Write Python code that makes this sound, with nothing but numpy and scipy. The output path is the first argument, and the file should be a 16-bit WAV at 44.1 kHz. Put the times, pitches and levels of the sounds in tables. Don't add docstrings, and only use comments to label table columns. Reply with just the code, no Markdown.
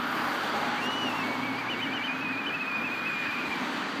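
import sys
import numpy as np
from scipy import signal
from scipy.fft import rfft, irfft
from scipy.io import wavfile
from scipy.ndimage import uniform_filter1d

SR = 44100
rng = np.random.default_rng(int(sys.argv[2]) if len(sys.argv) > 2 else 0)


def log_audio(samples):
    frames = np.atleast_2d(samples).T
    limited = np.clip(frames, -1, 1)
    pcm = np.round(limited * 32767).astype(np.int16)
    wavfile.write(sys.argv[1], SR, pcm)


N = 176400

# (time [s], pitch [Hz], level [dB])
CLIMB = [(.74, 2030, -48), (.765, 2165, -44), (.79, 2315, -39), (.813, 2425, -39.5)]
ARCH = [(.814, 2725, -38.5), (.845, 2775, -36.5), (.89, 2900, -37), (.96, 2948, -36), (.995, 2962, -37),
        (1.025, 2945, -34), (1.05, 2910, -35), (1.072, 2830, -35.5), (1.093, 2740, -36.5)]
DIP = [(1.096, 2690, -40), (1.12, 2642, -39.5), (1.139, 2660, -39)]
STEP_UP = [(1.149, 2738, -38.5), (1.192, 2748, -40)]
STEP_DOWN = [(1.195, 2645, -39), (1.231, 2635, -35.5)]
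LOW_NOTE = [(1.232, 2220, -37), (1.27, 2220, -40), (1.315, 2245, -38), (1.335, 2262, -39),
            (1.36, 2210, -41), (1.385, 2140, -50)]

def bird_slide(t):
    notes = [CLIMB, ARCH, DIP, STEP_UP, STEP_DOWN, LOW_NOTE]
    return sum(whistle(t, *curve(note, t)) * gate(t, note[0][0], note[-1][0]) for note in notes)


# (peak time [s], valley pitch [Hz], valley level [dB], peak pitch [Hz], peak level [dB])
TRILL_SWINGS = [(1.46, 2197, -49, 2310, -37.5), (1.596, 2205, -42, 2390, -38), (1.71, 2182, -50, 2525, -32),
                (1.827, 2233, -45, 2570, -34), (1.951, 2275, -41, 2580, -35.5),
                (2.053, 2293, -39, 2580, -34), (2.145, 2443, -34, 2545, -39),
                (2.225, 2480, -45, 2590, -37.5), (2.311, 2485, -34, 2535, -36.5),
                (2.394, 2412, -38, 2520, -35), (2.475, 2387, -43, 2526, -32), (2.549, 2420, -37, 2625, -33),
                (2.616, 2470, -45, 2590, -33.5), (2.684, 2464, -38, 2545, -35),
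                (2.764, 2440, -36, 2480, -31.5), (2.857, 2405, -36, 2626, -32),
                (2.93, 2405, -39.5, 2520, -33.5), (2.996, 2410, -36, 2480, -36.5),
                (3.075, 2437, -44, 2605, -31.5), (3.13, 2464, -34.5, 2463, -35),
                (3.2, 2412, -36, 2455, -34.5), (3.267, 2403, -36, 2520, -36), (3.336, 2373, -37, 2520, -35),
                (3.397, 2374, -39, 2535, -35.5), (3.46, 2364, -41, 2470, -36.5),
                (3.524, 2324, -50, 2410, -32), (3.585, 2280, -59, 2370, -43), (3.646, 2283, -54, 2370, -42)]
# (start [s], end [s])
VOICE_FLIPS = [(1.699, 1.748), (1.817, 1.863), (1.935, 1.986), (2.034, 2.079), (2.465, 2.495)]

def bird_trill(t):
    start_s, peak_sharpness = 1.39, 2.1
    flip_hz, flip_db = 481, -1.1
    peak_s, valley_hz, valley_db, peak_hz, peak_db = np.transpose(TRILL_SWINGS)
    valley_s = np.append(start_s, (peak_s[:-1] + peak_s[1:]) / 2)
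    turns_s = np.column_stack([valley_s, peak_s]).ravel()
    step = np.interp(t, turns_s, np.arange(len(turns_s)))
    peak = (step // 2).astype(int)
    valley = np.minimum((step + 1) // 2, len(peak_s) - 1).astype(int)
    swing = np.sin(np.pi * step / 2) ** 2
    hz = valley_hz[valley] + (peak_hz[peak] - valley_hz[valley]) * swing ** peak_sharpness
    gain = amp(valley_db[valley]) * (1 - swing) + amp(peak_db[peak]) * swing
    db = 20 * np.log10(gain)
    low_voice = whistle(t, hz, db)
    high_voice = whistle(t, hz + flip_hz + 20 * drift(207), db + flip_db)
    flipped = sum(gate(t, start, end, edge_s=0.0011) for start, end in VOICE_FLIPS)
    voice = (1 - flipped) * low_voice + flipped * high_voice
    return voice * gate(t, start_s, peak_s[-1])


# (time [s], lower overtone [dB], upper overtone [dB])
OVERTONES = [(.8, -20, -38), (1.0, -21.5, -38), (1.2, -19, -38), (1.45, -29, -42), (1.595, -13, -42),
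             (1.69, -29, -42), (1.95, -26.5, -40), (2.2, -34, -44), (2.55, -33, -41), (2.8, -29, -37),
             (3.2, -26, -31), (3.6, -32, -33)]
# (frequency [Hz], gain [dB])
THROAT_FILTER = [(4980, 0), (5150, -8), (5290, 0), (7450, 0), (7750, -12), (9000, -14)]

def whistle(t, hz, db):
    pitch_wobble, level_wobble_db, overtone_wobble_db = 0.003, 1.72, 2.5
    phase = phase_of(hz * (1 + pitch_wobble * drift(100)))
    tone = np.sin(phase)
    for multiple, overtone_db in enumerate(curve(OVERTONES, t), 2):
        throat_db = curve(THROAT_FILTER, multiple * hz)[0]
        tone += amp(overtone_db + throat_db + overtone_wobble_db * drift(93)) * np.sin(multiple * phase)
    return np.sqrt(2) * tone * amp(db + level_wobble_db * drift(93))


def street_echo(sound):
    echo_db, delay_s, fade_s, bounces_per_s = -15, 0.012, 0.5, 2000
    t = np.arange(SR) / SR
    bounces = rng.standard_normal(SR) * (rng.random(SR) < bounces_per_s / SR)
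    bounces *= (t > delay_s) * amp(-60 * t / fade_s)
    return amp(echo_db) * signal.fftconvolve(sound, bounces / np.linalg.norm(bounces))[:N]


# (frequency [Hz], relative level [dB])
ROAD_TONE = [(20, -42), (40, -39), (60, -32), (80, -19), (105, -26), (135, -6), (165, -3), (200, 0.5),
             (235, 3), (262, -1), (295, 5), (350, -1.5), (480, -4), (700, -3.5), (850, -0.5), (1100, 0.5),
             (1500, 0.5), (1800, -2.5), (2100, -5), (2600, -7.5), (3200, -10.5), (3800, -14.5), (4650, -15),
             (5200, -25), (6000, -25), (7000, -29), (9000, -35), (11000, -37), (13000, -34), (15200, -35.5)]
ROAD_BANDS = [180, 600, 950, 1400, 1900, 4000, 8000, 13000]
# (time [s], band 1 level [dB], ..., band 8 level [dB])
ROAD_SWELLS = [(0, -41.5, -44.5, -37.5, -34, -42, -48, -62, -58),
               (.27, -41, -41, -34, -35, -40.5, -47, -55.5, -54),
               (.52, -42.5, -39, -33.5, -35, -41, -44, -55, -57.5),
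               (.8, -40.5, -40.5, -35.5, -37.5, -39, -46.5, -56.5, -61.5),
               (.97, -40, -42, -34, -40.5, -42.5, -48, -57, -63.5),
               (1.15, -40.5, -42, -33.5, -38.5, -41, -47, -58, -59.5),
               (1.5, -42, -44, -36, -41.5, -42, -49.5, -61, -62.5),
               (1.8, -41.5, -44, -38, -41.5, -42, -50.5, -62, -64.5),
               (2.3, -42, -46.5, -40, -40.5, -42, -51.5, -65.5, -65.5),
               (2.65, -43, -47, -41, -40.5, -43.5, -51.5, -65.5, -65.5),
               (2.8, -40, -46, -42, -39.5, -43, -52.5, -65, -63),
               (3.3, -41, -46, -42, -38.5, -40, -49, -62.5, -62.5),
               (3.58, -40.5, -44, -37, -40.5, -39.5, -47, -57.5, -61),
               (3.78, -39, -42.5, -38.5, -37.5, -41.5, -45.5, -58, -66),
               (4, -39.5, -43.5, -37.5, -42.5, -43, -47.5, -58, -68)]

def traffic():
    level_db, flicker_db = -32.5, 1.54
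    patch_s, patch_hz = 0.09, 500
    size, hop = 2048, 512
    t = np.arange(N // hop + 5) * hop / SR
    hz = np.fft.rfftfreq(size, 1 / SR)
    real, imaginary, patches = rng.standard_normal((3, len(t), len(hz)))
    patches = uniform_filter1d(patches, round(patch_s * SR / hop), axis=0)
    patches_db = unit(uniform_filter1d(patches, round(patch_hz * size / SR), axis=1))
    log_hz = np.log(hz + 1)
    tone_hz, tone_db = np.transpose(ROAD_TONE)
    steady_db = np.interp(log_hz, np.log(tone_hz), tone_db)
    bands_db = np.transpose(curve(ROAD_SWELLS, t))
    bands_db -= bands_db.mean(0)
    swell_db = np.array([np.interp(log_hz, np.log(ROAD_BANDS), row) for row in bands_db])
    flicker = np.interp(t, np.arange(N) / SR, drift(36))
    treble = np.interp(hz, [3100, 11000], [0, 1])
    shape_db = steady_db + swell_db + patches_db + flicker_db * np.outer(flicker, treble)
    slices = (real + 1j * imaginary) * amp(shape_db)
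    _, noise = signal.istft(slices.T, nperseg=size, noverlap=size - hop)
    return amp(level_db) * unit(noise[:N])


# (time [s], pitch [Hz], level [dB])
EXHAUST_DRONE = [(0, 254.7, -40.5), (.35, 247.9, -48.5), (.9, 258.6, -40.5), (1.25, 256, -39.5),
                 (1.421, 268.5, -35.5), (1.6, 264.5, -42), (1.85, 260, -41), (2.3, 269.7, -39.5),
                 (2.5, 268.5, -51.5), (2.9, 263.6, -44), (3.2, 255.3, -46.5), (3.7, 261.4, -42.5),
                 (4, 284, -38)]

def exhaust_drone(t):
    return fuzzy_tone(*curve(EXHAUST_DRONE, t), spread_hz=23)


# (time [s], firing rate [Hz], base level [dB])
ENGINE_REVS = [(0, 93.6, -59.5), (.55, 98.3, -57.5), (.75, 102.8, -56.5), (1.15, 108.1, -49),
               (1.33, 115.9, -51.5), (1.55, 118.4, -48.5), (1.8, 115.7, -50), (2.05, 111.2, -57),
               (2.35, 112, -51.5), (2.6, 112.9, -61.5), (3.0, 106.5, -56), (3.3, 102.7, -64), (4, 98, -69)]
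# (multiple of the firing rate, level added to the base [dB])
ENGINE_TONES = [(1, -2), (1.5, -7)]
# (time [s], level added to the base [dB])
UNEVEN_FIRING = [(1.0, -30), (1.3, -20), (1.7, -25), (2.1, -30)]

def engine(t):
    pitch_wobble, level_wobble_db = 0.0028, 1.6
    firing_hz, base_db = curve(ENGINE_REVS, t)
    phase = phase_of(firing_hz * (1 + pitch_wobble * drift(11.5)))
    tones = ENGINE_TONES + [(0.5, curve(UNEVEN_FIRING, t)[0])]
    return np.sqrt(2) * sum(amp(base_db + db + level_wobble_db * drift(8.4)) * np.sin(multiple * phase)
                            for multiple, db in tones)


# (time [s], pitch [Hz], level [dB])
TYRE_WHINE = [(0, 791, -51), (0.399, 793, -44.5), (0.651, 819, -37.5), (.9, 845.4, -45), (1.1, 836, -66),
              (1.45, 813, -45), (1.8, 824, -65), (4, 833, -73)]

def tyre_whine(t):
    return fuzzy_tone(*curve(TYRE_WHINE, t), spread_hz=25)


# (time [s], pitch [Hz], peak level [dB])
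WIND_PUFFS = [(3.29, 105, -48), (3.49, 78.1, -52)]

def wind_puffs(t, swell_s=0.02):
    return sum(amp(db) * np.exp(-((t - at) / swell_s) ** 2) * np.sin(2 * np.pi * hz * (t - at))
               for at, hz, db in WIND_PUFFS)


def fuzzy_tone(hz, db, spread_hz):
    fuzz = drift(spread_hz) + 1j * drift(spread_hz)
    return amp(db) * unit((fuzz * np.exp(1j * phase_of(hz))).real)


def amp(db):
    return 10 ** (np.asarray(db) / 20)


def unit(x):
    return x / np.sqrt(np.mean(abs(x) ** 2) + 1e-20)


def curve(rows, points):
    at, *columns = np.transpose(rows)
    return [np.interp(points, at, column) for column in columns]


def drift(rate_hz):
    hz = np.fft.rfftfreq(N, 1 / SR)
    return unit(irfft(rfft(rng.standard_normal(N)) / (1 + (hz / rate_hz) ** 4), N))


def phase_of(hz):
    return 2 * np.pi * np.cumsum(hz) / SR


def gate(t, start, end, edge_s=0.0025):
    return (np.tanh((t - start) / edge_s) - np.tanh((t - end) / edge_s)) / 2


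def scene():
    t = np.arange(N) / SR
    bird = bird_slide(t) + bird_trill(t)
    road = traffic() + engine(t) + exhaust_drone(t) + tyre_whine(t)
    mix = bird + street_echo(bird) + road + wind_puffs(t)
    return np.array([mix, mix])


def record(dry):
    low_pass = signal.firwin(801, cutoff=15300, window=("kaiser", 9), fs=SR)
    return signal.oaconvolve(dry, low_pass[None], "same")


dry = scene()
out = record(dry)
log_audio(out)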